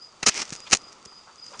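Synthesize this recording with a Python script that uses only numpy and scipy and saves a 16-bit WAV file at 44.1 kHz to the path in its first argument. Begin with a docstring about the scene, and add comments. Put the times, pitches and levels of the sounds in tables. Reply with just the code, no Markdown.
"""Two short gritty scuffs with dull bumps sound close by, as someone shifts their footing among boulders.
Friction on the rock is a train of tiny impacts, dense in the scuffs and lighter in the slide between them;
the weight coming down excites heavily damped low modes. Grit and dry leaves tick and rustle.
Some way off a cricket chirps steadily by stridulation, over the hush of the outdoors."""
import sys
import numpy as np
from scipy import signal
from scipy.fft import rfft, irfft
from scipy.io import wavfile
from scipy.ndimage import uniform_filter1d

SR = 44100
rng = np.random.default_rng(int(sys.argv[2]) if len(sys.argv) > 2 else 0)


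def file_out(sig):
    """Save sig as 16-bit WAV at sys.argv[1]."""
    # one column per channel
    cols = np.atleast_2d(sig).T
    # limit, then scale
    lim = np.clip(cols, -1, 1)
    pcm = np.round(lim * 32767).astype(np.int16)
    wavfile.write(sys.argv[1], SR, pcm)


N = 70560

# A sole or hand catching on rock: t/s, hold/s, release time constant/s, level/dB, bass gain/dB
SCUFFS = [(0.2306, 0.0017, 0.00063, -22.5, 4.5), (0.235, 0.0022, 0.0048, -31, 9),
          (0.2642, 0.0036, 0.0024, -12.5, -3.5), (0.2705, 0.0057, 0.0041, -12.5, 0),
          (0.2841, 0.0064, 0.0017, -13, -3), (.293, 0.0038, 0.0022, -20.5, -1.5),
          (0.525, 0.0061, 0.0024, -34.5, 1.5), (0.72, 0.009, 0.0023, -21.5, 0),
          (0.73, 0.0046, .001, -11, 3), (0.7369, 0.0034, 0.0014, -12, -1.5),
          (0.7484, 0.0022, .001, -34, 7.5), (0.752, 0.0019, 0.0054, -26.5, -2.5),
          (.771, 0.002, 0.00094, -27, -18), (0.923, 0.0047, 0.0022, -52, 3.5),
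          (1.052, 0.0079, .0015, -42, -29), (1.594, .01, .002, -33.5, -6)]
# The weight coming down: t/s, level/dB, f/Hz
BUMPS = [(0.2286, -25.5, 266), (0.2711, -15, 227), (0.29, -28, 372), (0.373, -44, 70), (0.5229, -26, 161),
         (0.678, -44, 230), (0.709, -35, 297), (.7325, -13.5, 646), (.736, -19.5, 335), (0.74, -22, 242),
         (1.059, -41, 238), (1.062, -46, 80)]
# Modes of a bump: frequency ratio, relative level/dB, T60/s
BUMP_MODES = [(1.0, 3.5, 0.022), (1.7, 1, .018)]
# Snaps of grit and dry leaves: t/s, peak level/dB
TICKS = [(.344, -17.5), (0.378, -14), (0.4186, -12.5), (0.4539, -25.5), (.4797, -30), (0.494, -24.5),
         (0.5052, -19.5), (.529, -18), (0.5356, -20), (0.5526, -22.5), (0.5627, -23), (0.6038, -25),
         (0.7007, -33), (.712, -13), (.7496, -5), (0.77, -20.5), (0.929, -32.5), (1.028, -37.5),
         (1.058, -29), (1.3583, -38), (1.4655, -28.5)]
# Soft rubs on rock: t/s, hold/s, release time constant/s, level/dB, centre f/Hz
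BRUSHES = [(0.304, 0.025, 0.011, -41, 2830), (0.669, 0.0092, 0.0065, -41, 2760),
           (0.671, .012, 0.0089, -51.5, 1020), (1.12, 0.0061, 0.006, -50.5, 1050),
           (1.275, 0.0058, 0.041, -47.5, 1080), (1.52, 0.024, 0.0091, -52, 503),
           (1.53, 0.017, 0.011, -55, 2900), (1.535, 0.022, 0.011, -45, 1110)]
# Cricket chirps: t/s, level/dB
CHIRPS = [(-.065, -43), (.225, -45.5), (.522, -44.5), (.79, -49), (1.072, -45.5), (1.38, -42.5)]
# The three wing strokes of a chirp: relative level/dB
STROKE_DB = [-3, 1.5, 1]

# Envelopes of the sustained sounds: t/s, level/dB
SLIDE_LEVEL = [(.296, -48), (.303, -40), (.34, -41), (.36, -30.5), (.378, -28.5), (.385, -34.5),
               (.394, -26), (.41, -32), (.424, -26.5), (.437, -43), (.475, -49.5), (.5, -49)]
RUSTLE_LEVEL = [(0, -70), (.055, -55.5), (.1, -66), (.42, -55), (.46, -66), (.51, -54), (.556, -41),
                (.59, -63), (.65, -62), (.72, -39), (.76, -36.5), (.79, -59.5), (.91, -62.5), (.93, -53.5),
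                (.95, -68), (1.42, -65), (1.47, -52), (1.6, -49.5)]
HUSH_LEVEL = [(0, -58), (.18, -56.5), (.6, -53), (.88, -52.5), (1.04, -55.5), (1.38, -60), (1.6, -51)]
HISS_LEVEL = [(0, -63.5), (.19, -59), (.5, -52), (.9, -57.5), (1.351, -59), (1.6, -57.5)]

# Spectral densities of the sources: f/Hz, relative level/dB
SCUFF_SPECTRUM = [(30, -10.5), (100, -10), (230, -6.5), (380, -5.5), (550, -9.5), (800, -5.5), (1020, -9.5),
                  (1300, -1), (1500, -7.5), (1800, -3), (2100, -5.5), (2600, -2.5), (3100, -5), (3500, -13),
                  (4150, -2.5), (4500, -4), (5700, 0.5), (6900, -1.5), (7800, -10), (9300, -14.5),
                  (10300, -29), (11000, -59)]
SLIDE_SPECTRUM = [(24, -40), (40, -16), (146, -19), (238, -7.5), (439, -4), (506, -12.5), (828, -6.5),
                  (1390, -8.5), (2120, -2.5), (3640, -9.5), (5680, 0), (8880, -17.5), (11000, -41),
                  (14300, -81), (22000, -120)]
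TICK_SPECTRUM = [(100, -8.5), (1000, -7.5), (2600, -3), (3500, -8), (5000, 2.5), (6500, 4.5), (8000, -6),
                 (9500, -11), (10300, -23), (11000, -39)]
HUSH_SPECTRUM = [(20, -53), (40, -18.5), (180, -6.5), (280, -5.5), (400, -3.5), (700, -6), (1000, -3.5),
                 (1330, 0), (1600, -16.5), (2000, -14), (4000, -26), (11000, -52)]
HISS_SPECTRUM = [(200, 0), (1500, -5.5), (2500, -1), (3600, 0.5), (4200, -4), (5500, -0.5), (6800, -1),
                 (8000, -8), (9400, -14.5), (10300, -37), (11000, -33)]
FAR_CRICKET_SPECTRUM = [(3500, -77), (4400, -1), (4600, 12), (4770, 9), (4950, -12), (5150, -1),
                        (6000, -40.5)]


def scuffs(rise_s=0.0015, split_hz=3450):
    """Granular friction: each catch crushes grit in a burst of impacts, with its own share of bass."""
    grit = coloured(grains(per_s=16000, spread_db=1.94), SCUFF_SPECTRUM)
    bass = signal.sosfiltfilt(signal.butter(2, split_hz, fs=SR, output="sos"), grit)
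    out = np.zeros(N)
    for start, hold, fall, db, bass_db in SCUFFS:
        balanced = grit + (from_db(bass_db) - 1) * bass
        out += from_db(db) * envelope(start, hold, rise_s, fall) * balanced
    return out


def bumps(contact_s=0.0013, low_edge_ratio=0.69):
    """Damped vibration: a soft contact excites modes that die quickly and radiate little below pitch."""
    out = np.zeros(N)
    t = np.arange(SR // 8) / SR
    push = 1 - np.exp(-(t / contact_s) ** 2)
    for start, db, hz in BUMPS:
        ring = sum(from_db(mode_db) * decay(t, t60) * np.sin(2 * np.pi * hz * ratio * t)
                   for ratio, mode_db, t60 in BUMP_MODES)
        low_cut = signal.butter(2, hz * low_edge_ratio, "high", fs=SR, output="sos")
        at = int(start * SR)
        out[at:at + len(t)] += from_db(db) * signal.sosfilt(low_cut, push * ring)
    return out


def slide():
    """Roughness noise: a lighter drag strikes the grain of the stone in many small contacts."""
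    contacts = level(SLIDE_LEVEL) * grains(per_s=7000, spread_db=3)
    return coloured(contacts, SLIDE_SPECTRUM)


def ticks_and_rustle(tail_s=0.0012, tail_db=-22):
    """Impulsive excitation: grit and leaves snap, with brief crumbling tails, over rustling litter."""
    snaps = np.zeros(N)
    for start, db in TICKS:
        snap = from_db(tail_db) * rng.standard_normal(N) * np.exp(-clock() / tail_s)
        snap[0] = 1  # the impulse ahead of the tail
        at = int(start * SR)
        snaps[at:] += from_db(db) * snap[:N - at]
    rustle = level(RUSTLE_LEVEL) * grains(per_s=2200, spread_db=4.5)
    response_peak = np.abs(response(TICK_SPECTRUM)).max()
    return coloured(snaps / response_peak + rustle, TICK_SPECTRUM)


def brushes(rise_s=0.0034, half_width_octaves=0.36):
    """Resonant filtering: each soft rub is friction noise gathered round one broad resonance."""
    out = np.zeros(N)
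    for start, hold, fall, db, hz in BRUSHES:
        edges = [hz / 2 ** half_width_octaves, hz * 2 ** half_width_octaves]
        band = signal.butter(2, edges, "band", fs=SR, output="sos")
        rub = unit_rms(signal.sosfilt(band, rng.standard_normal(N)))
        out += from_db(db) * envelope(start, hold, rise_s, fall) * rub
    return out


def cricket(pitch_hz=4970, sag_hz=460, stroke_s=0.02854, step_s=0.042, scatter_t60_s=0.28, scatter_db=2.5):
    """Stridulation: each stroke's tone droops as the wing slows, and trees and rocks scatter it."""
    t = np.arange(SR // 2) / SR
    progress = np.minimum(t / stroke_s, 1)
    swell = np.sin(np.pi * progress ** 0.57)  # peaks early in the stroke
    hz = pitch_hz - sag_hz * progress ** 2.79
    tone = swell * np.sin(2 * np.pi * np.cumsum(hz) / SR)
    out = np.zeros(N + 2 * SR)  # a second of margin at each end
    for start, db in CHIRPS:
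        for k, stroke_db in enumerate(STROKE_DB):
            rasp = unit_rms(uniform_filter1d(rng.standard_normal(len(t)), size=150))
            stroke = tone * (1 + 0.15 * rasp)
            reflections = rng.standard_normal(len(t)) * decay(t, scatter_t60_s)
            scatter = signal.fftconvolve(stroke, reflections)[:len(t)]
            scatter *= from_db(scatter_db) * np.linalg.norm(stroke) / np.linalg.norm(scatter)
            at = SR + int((start + k * step_s) * SR)
            out[at:at + len(t)] += from_db(db + stroke_db) * (stroke + scatter)
    return out[SR:SR + N]


def background(far_crickets_db=-64):
    """Incoherent addition: a dull hush, a thin hiss and far crickets blurred into a band of noise."""
    hush = level(HUSH_LEVEL) * coloured(rng.standard_normal(N), HUSH_SPECTRUM)
    hiss = level(HISS_LEVEL) * coloured(rng.standard_normal(N), HISS_SPECTRUM)
    far_crickets = from_db(far_crickets_db) * coloured(rng.standard_normal(N), FAR_CRICKET_SPECTRUM)
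    return hush + hiss + far_crickets


def grains(per_s, spread_db):
    """Shot noise: tiny contacts at random times and of uneven size, at unit rms."""
    sizes = from_db(spread_db * np.minimum(rng.exponential(1, N), 5))
    signs = rng.choice([-1, 1], N)
    struck = rng.random(N) < per_s / SR
    return unit_rms(sizes * signs * struck)


def response(spectrum, size=4096):
    """Minimum phase: folding the cepstrum gives a spectrum's causal impulse response, at unit energy."""
    hz, db = np.transpose(spectrum)
    grid_hz = np.maximum(np.arange(size // 2 + 1) * SR / size, 1)
    magnitude = from_db(np.interp(np.log(grid_hz), np.log(hz), db))
    cepstrum = irfft(np.log(magnitude))
    cepstrum[1:size // 2] *= 2
    cepstrum[size // 2 + 1:] = 0
    impulse = irfft(np.exp(rfft(cepstrum)))
    return impulse / np.linalg.norm(impulse)


def coloured(x, spectrum):
    """Convolution imposes a spectrum on a sound."""
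    return signal.fftconvolve(x, response(spectrum))[:N]


def level(points):
    """Gain interpolated in decibels between points (t/s, level/dB); silence outside them."""
    times, db = np.transpose(points)
    return from_db(np.interp(clock(), times, db, left=-np.inf, right=-np.inf))


def envelope(start, hold, rise, fall):
    """Exponential growth up to the start, a hold, then exponential decay."""
    t = clock() - start
    return np.exp(np.minimum(t, 0) / rise - np.maximum(t - hold, 0) / fall)


def decay(t, t60):
    """Exponential damping by 60 dB in each t60."""
    return np.exp(-np.log(1000) * t / t60)


def from_db(db):
    """Amplitude ratio of a level in decibels."""
    return 10 ** (np.asarray(db) / 20)


def unit_rms(x):
    """Normalisation to unit mean power."""
    return x / np.sqrt(np.mean(x ** 2) + 1e-20)


def clock():
    """Uniform sampling: t/s of every sample."""
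    return np.arange(N) / SR


def scene():
    """Superposition: the pressures of all sources add at one microphone."""
    return (scuffs() + slide() + bumps() + ticks_and_rustle() + brushes() + cricket() + background())[None]


def record(dry, cutoff_hz=11000):
    """Soft saturation rounds the peaks, and a steep low-pass filter limits the bandwidth."""
    low_pass = signal.ellip(10, .2, 80, cutoff_hz, fs=SR, output="sos")
    return signal.sosfilt(low_pass, np.tanh(dry))


dry = scene()
out = record(dry)
file_out(out)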